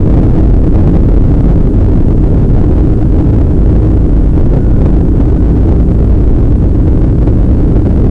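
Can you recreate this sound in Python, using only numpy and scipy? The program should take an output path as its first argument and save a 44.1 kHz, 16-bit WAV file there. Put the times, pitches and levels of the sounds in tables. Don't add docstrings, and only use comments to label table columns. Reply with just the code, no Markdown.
import sys
import numpy as np
from scipy import signal
from scipy.fft import rfft, irfft, next_fast_len
from scipy.io import wavfile
from scipy.ndimage import uniform_filter1d

SR = 44100
rng = np.random.default_rng(int(sys.argv[2]) if len(sys.argv) > 2 else 0)


def master(y):
    cut = np.clip(np.atleast_2d(y).T, -1, 1)
    pcm = np.round(cut * 32767)
    wavfile.write(sys.argv[1], SR, pcm.astype(np.int16))


N = 357203
TIME = np.arange(N) / SR


def from_db(db):
    return 10 ** (np.asarray(db) / 20)


def rms_one(x):
    return x / np.sqrt(np.mean(x ** 2) + 1e-20)


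def noise(gain_at):
    size = next_fast_len(N)
    hz = np.maximum(np.arange(size // 2 + 1) * SR / size, 1e-3)
    return rms_one(irfft(rfft(rng.standard_normal(size)) * gain_at(hz), size)[:N])


def coloured(spectrum):
    points_hz, db = np.transpose(spectrum)
    log_hz = np.log(points_hz)
    return noise(lambda hz: from_db(np.interp(np.log(hz), log_hz, db, left=-np.inf, right=-np.inf)))


def narrow(centre_hz, width_hz):
    return noise(lambda hz: 1 / (1 + ((hz - centre_hz) / width_hz) ** 2))


def steady(x, span_s):
    size = max(int(span_s * SR), 1)
    power = uniform_filter1d(uniform_filter1d(x ** 2, size), size)
    return rms_one(x / np.sqrt(np.abs(power) + 1e-9))


def tone(pitch_hz, peak=np.sqrt(2)):
    return peak * np.sin(2 * np.pi * np.cumsum(pitch_hz) / SR)


def curve(rows):
    return np.interp(TIME, *np.transpose(rows))


def bell(t_s, length_s):
    return np.exp(-np.minimum((2 * (TIME - t_s) / length_s) ** 2, 50))


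def swells(rows):
    return sum(height * bell(t_s, length_s) for t_s, length_s, height in rows)


def swing_db(rms_db=0.5):
    return rms_db * narrow(0, width_hz=2.56)


def airflow(level_db=-43):
    # f/Hz, relative density/dB
    spectrum = [(500, -10), (1000, -3), (1400, 0.5), (1700, -6), (2200, -13.5), (2700, -13), (4000, -19.5),
                (4700, -19), (6000, -21.5), (10000, -21.5), (16000, -39.5)]
    return from_db(level_db) * coloured(spectrum)


def trim():
    # t/s, f/Hz, length/s, level/dB
    squeaks = [(0.375, 1870, .04, -53), (1.24, 1905, 0.055, -57.5), (1.34, 2000, .06, -55),
               (1.88, 4167, .07, -57), (7.54, 4330, .05, -58), (7.58, 4430, .05, -55),
               (7.68, 4540, .08, -61)]
    waver = 1 + 0.0047 * narrow(0, width_hz=120)
    return sum(bell(t_s, length_s) * tone(hz * waver, peak=from_db(db))
               for t_s, hz, length_s, db in squeaks)


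def tyres(speed_m_per_s, groove_spacing_m=.038):
    # t/s, length/s, level/dB
    patches = [(1.45, .5, -44), (4.68, 0.45, -43.5), (5.395, 0.45, -45), (7.1, .6, -52)]
    gain = sum(from_db(db) * bell(t_s, length_s) for t_s, length_s, db in patches)
    pitch_hz = speed_m_per_s / groove_spacing_m + 2.0 * narrow(0, width_hz=17)
    return gain * tone(pitch_hz)


def turbines():
    # f/Hz, width/Hz, level/dB
    whines = [(110.1, 3.8, -23.5), (474, 5, -40), (987, 10, -55), (3530, 12, -71.5), (4350, 25, -71)]
    return sum(from_db(db) * narrow(hz, width_hz) for hz, width_hz, db in whines)


def engines(waver_hz=1.5):
    # f/Hz, relative level/dB
    notes = [(318.5, 0), (311, -6)]
    # t/s, level/dB
    drone_level = [(0, -24), (.75, -17), (1.3, -26), (2.4, -21), (3.9, -19.5), (4.3, -26.5), (6.5, -24),
                   (7.1, -21.5), (8.1, -23)]
    drone = sum(from_db(db) * tone(hz + waver_hz * narrow(0, width_hz=4)) for hz, db in notes)
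    return from_db(curve(drone_level)) * drone


def thuds(rise_s=.008):
    # t/s, f/Hz, level/dB
    events = [(.224, 258, -9), (.746, 298, -7.5), (1.014, 272, -8.5), (2.305, 312, -9), (2.775, 265, -10),
              (4.371, 290, -9), (4.459, 285, -7), (5.195, 285, -8), (5.557, 290, -10), (5.693, 301, -10),
              (6.867, 290, -12), (6.943, 296, -7), (7.268, 301, -6), (7.858, 269, -9)]
    # frequency ratio, relative level/dB
    partials = [(1, -1), (1.7, -12.5)]
    out = np.zeros(N)
    for t_s, hz, db in events:
        start = int(t_s * SR)
        age_s = TIME[:min(N - start, SR // 4)]
        envelope = age_s / rise_s * np.exp(1 - age_s / rise_s)
        ring = sum(from_db(partial_db) * np.sin(2 * np.pi * (ratio * hz * age_s + rng.random()))
                   for ratio, partial_db in partials)
        out[start:start + len(age_s)] += from_db(db) * envelope * ring
    return out


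def hull():
    # t/s, f/Hz, level/dB
    glide = [(1.38, 205, -45), (1.5, 178, -15), (1.58, 160, -9), (1.7, 122, -10), (1.81, 97, -4),
             (1.93, 88, -8), (2.02, 84, -45)]
    # t/s, f/Hz, length/s, level/dB
    notes = [(2.8, 112, .17, -8.5), (3.35, 104, .13, -10), (4.38, 80, .14, -7), (5.62, 98, .12, -7),
             (7.8, 136, .4, -14)]
    glide_s, glide_hz, glide_db = np.transpose(glide)
    pitch_hz = np.interp(TIME, glide_s, glide_hz) + 2.945 * narrow(0, width_hz=15)
    moan_db = np.interp(TIME, glide_s, glide_db, left=-np.inf, right=-np.inf)
    moan = tone(pitch_hz, peak=from_db(moan_db))
    booms = sum(from_db(db) * bell(t_s, length_s) * np.sin(2 * np.pi * (hz * TIME + rng.random()))
                for t_s, hz, length_s, db in notes)
    return moan + booms


def undercarriage(speed_m_per_s, travel_per_cycle_m=1.005, boom_db=-7):
    # f/Hz, relative density/dB
    shake_spectrum = [(4, -25), (13, -18), (17, -4), (21, -1), (25, -10), (40, -19)]
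    # t/s, level/dB
    shake_level = [(0, -8), (2.7, -8), (3.8, -13), (4.3, -6), (4.8, -8), (5.7, -17), (6.25, -7.5),
                   (6.8, -11.5), (8.1, -11.5)]
    # f/Hz, relative density/dB
    boom_spectrum = [(24, -24), (33, -7.5), (43, 0.5), (54, 2), (62, -3), (75, -18.5)]
    # t/s, length/s, boom rise/dB
    bumps = [(.53, 0.13, 6.5), (1.18, 0.15, 8), (1.57, 0.091, 3), (3.65, 0.38, 2.5), (4.19, 0.16, 8.5),
             (4.8, 1, 1), (6.1, 1, 2.5)]
    # t/s, length/s, added share of boom power
    drone_spells = [(1.3, 0.62, 0.6), (3.8, 0.99, 0.5), (6.05, .7, .5)]
    shake = from_db(curve(shake_level)) * steady(coloured(shake_spectrum), span_s=0.45)
    drone_share = np.clip(0.078 + swells(drone_spells), 0, 1)
    drone_hz = speed_m_per_s / travel_per_cycle_m + 0.793 * narrow(0, width_hz=3.67)
    boom = np.sqrt(drone_share) * tone(drone_hz) + np.sqrt(1 - drone_share) * coloured(boom_spectrum)
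    return shake + from_db(boom_db + swells(bumps) + swing_db()) * steady(boom, span_s=0.2)


def exhaust(jolt_db, roar_jolt_share=.85):
    # f/Hz, relative density/dB
    rumble_spectrum = [(52, -17.5), (68, -2.5), (85, 1), (98, -1.5), (110, 0.5), (121, -6.5), (132, -1.5),
                       (145, -10.5), (165, -4), (190, -14), (240, -25)]
    # t/s, level/dB
    rumble_level = [(0, -6.5), (1.8, -7), (3.2, -7), (4.2, -8), (5.2, -9), (6.1, -7), (8.1, -8)]
    # t/s, length/s, change/dB
    rumble_swells = [(.9, .29, 2), (1.33, .19, 2), (1.72, .36, -5), (3.3, .22, 1), (4.45, .3, 1.5)]
    # f/Hz, relative density/dB
    roar_spectrum = [(150, -19), (195, -1), (230, -4), (280, 2), (315, -2), (345, -9), (385, -6),
                     (440, -13), (500, -18), (600, -24), (750, -29.5), (1000, -37.5), (2000, -74)]
    # t/s, level/dB
    roar_level = [(0, -11.5), (.8, -12), (1.7, -11), (2.7, -12), (3.3, -12.5), (4.2, -12.7), (4.9, -12),
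                  (5.9, -11.5), (6.6, -13.5), (7.3, -12.5), (8.1, -10.5)]
    rumble_db = curve(rumble_level) + swells(rumble_swells) + swing_db() + jolt_db
    roar_db = curve(roar_level) + swing_db() + roar_jolt_share * jolt_db
    rumble = from_db(rumble_db) * steady(coloured(rumble_spectrum), span_s=0.048)
    roar = from_db(roar_db) * steady(coloured(roar_spectrum), span_s=0.022)
    return rumble + roar


def ground_speed(start_m_per_s=44.6, acceleration_m_per_s2=2.45, drag_m_per_s3=.054):
    return start_m_per_s + acceleration_m_per_s2 * TIME - .5 * drag_m_per_s3 * TIME ** 2


def scene(wheel_jolt_share=.55):
    # t/s, length/s, rumble change/dB
    jolts = [ (.183, .018, 7), (.369, .038, 2), (.417, .014, 2.5), (.757, 0.021, 2), (.87, 0.033, 4),
             (.965, .05, 3), (1.089, .032, 4.5), (1.178, 0.014, 5), (1.313, 0.012, 3), (1.341, 0.0057, 4.5),
             (1.615, 0.023, 2), (1.946, .022, 2), (2.312, 0.014, 2), (2.334, 0.012, 6), (2.358, .012, 3),
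             (2.56, 0.012, 7.5), (2.6, 0.031, 3), (2.641, 0.011, 5.5), (2.71, 0.024, 7.5),
             (2.785, 0.028, 4), (2.86, 0.036, 2), (3.19, 0.049, 2), (3.382, .02, 2.5), (3.406, .017, 3.5),
             (3.78, 0.43, 1.1), (4.07, 0.023, -0.5), (4.16, 0.026, 1.5), (4.372, 0.012, 2),
             (4.471, 0.015, 4), (4.532, 0.026, 5.5), (4.57, 0.02, 4.5), (4.815, 0.019, 7.5),
             (4.856, .024, 7.5), (4.975, .05, 1.5), (5.21, 0.031, 5.5), (5.36, 0.035, 0),
             (5.715, 0.048, 3.5), (5.807, .027, 3), (5.912, 0.034, 2), (6.3, .019, 3.5), (6.5, 0.028, 2),
             (6.631, 0.02, 3), (6.879, 0.026, 4), (6.951, 0.02, 4.5), (7.228, 0.013, 0.5),
             (7.279, 0.022, 4.5), (7.36, 0.032, 2.5), (7.764, 0.021, 7), (7.806, 0.01, 2.5),
             (7.866, .024, 6)]
    # t/s, length/s, change/dB
    lulls = [(3.07, 0.092, -2.5), (3.48, 0.11, -0.5), (4.33, 0.04, -3.5), (4.64, 0.049, -2),
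             (5.85, .029, -3), (6.72, 0.065, -1.5), (7.835, 0.022, -6.5)]
    speed_m_per_s = ground_speed()
    jolt_db = swells(jolts)
    wheels = from_db(wheel_jolt_share * jolt_db) * undercarriage(speed_m_per_s)
    roll = from_db(swells(lulls)) * (wheels + exhaust(jolt_db))
    cabin = roll + airflow() + turbines() + engines() + tyres(speed_m_per_s) + trim() + thuds() + hull()
    return cabin[None, :]


def overload(x, full_scale=.706, recovery_s=7e-5):
    excess = x - np.clip(x, -full_scale, full_scale)
    pole = np.exp(-1 / (recovery_s * SR))
    charge = signal.lfilter([1 - pole], [1, -pole], excess)
    return np.clip(x + charge, -full_scale, full_scale)


def record(dry, drive_db=-1.44, fade_s=.006, cutoff_hz=10300):
    clipped = overload(from_db(drive_db) * dry)
    to_edge_s = np.minimum(TIME, TIME[-1] - TIME)
    fade = np.sin(np.pi / 2 * np.minimum(to_edge_s / fade_s, 1)) ** 2
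    low_pass = signal.butter(6, cutoff_hz, fs=SR, output="sos")
    return signal.sosfilt(low_pass, clipped * fade)


dry = scene()
out = record(dry)
master(out)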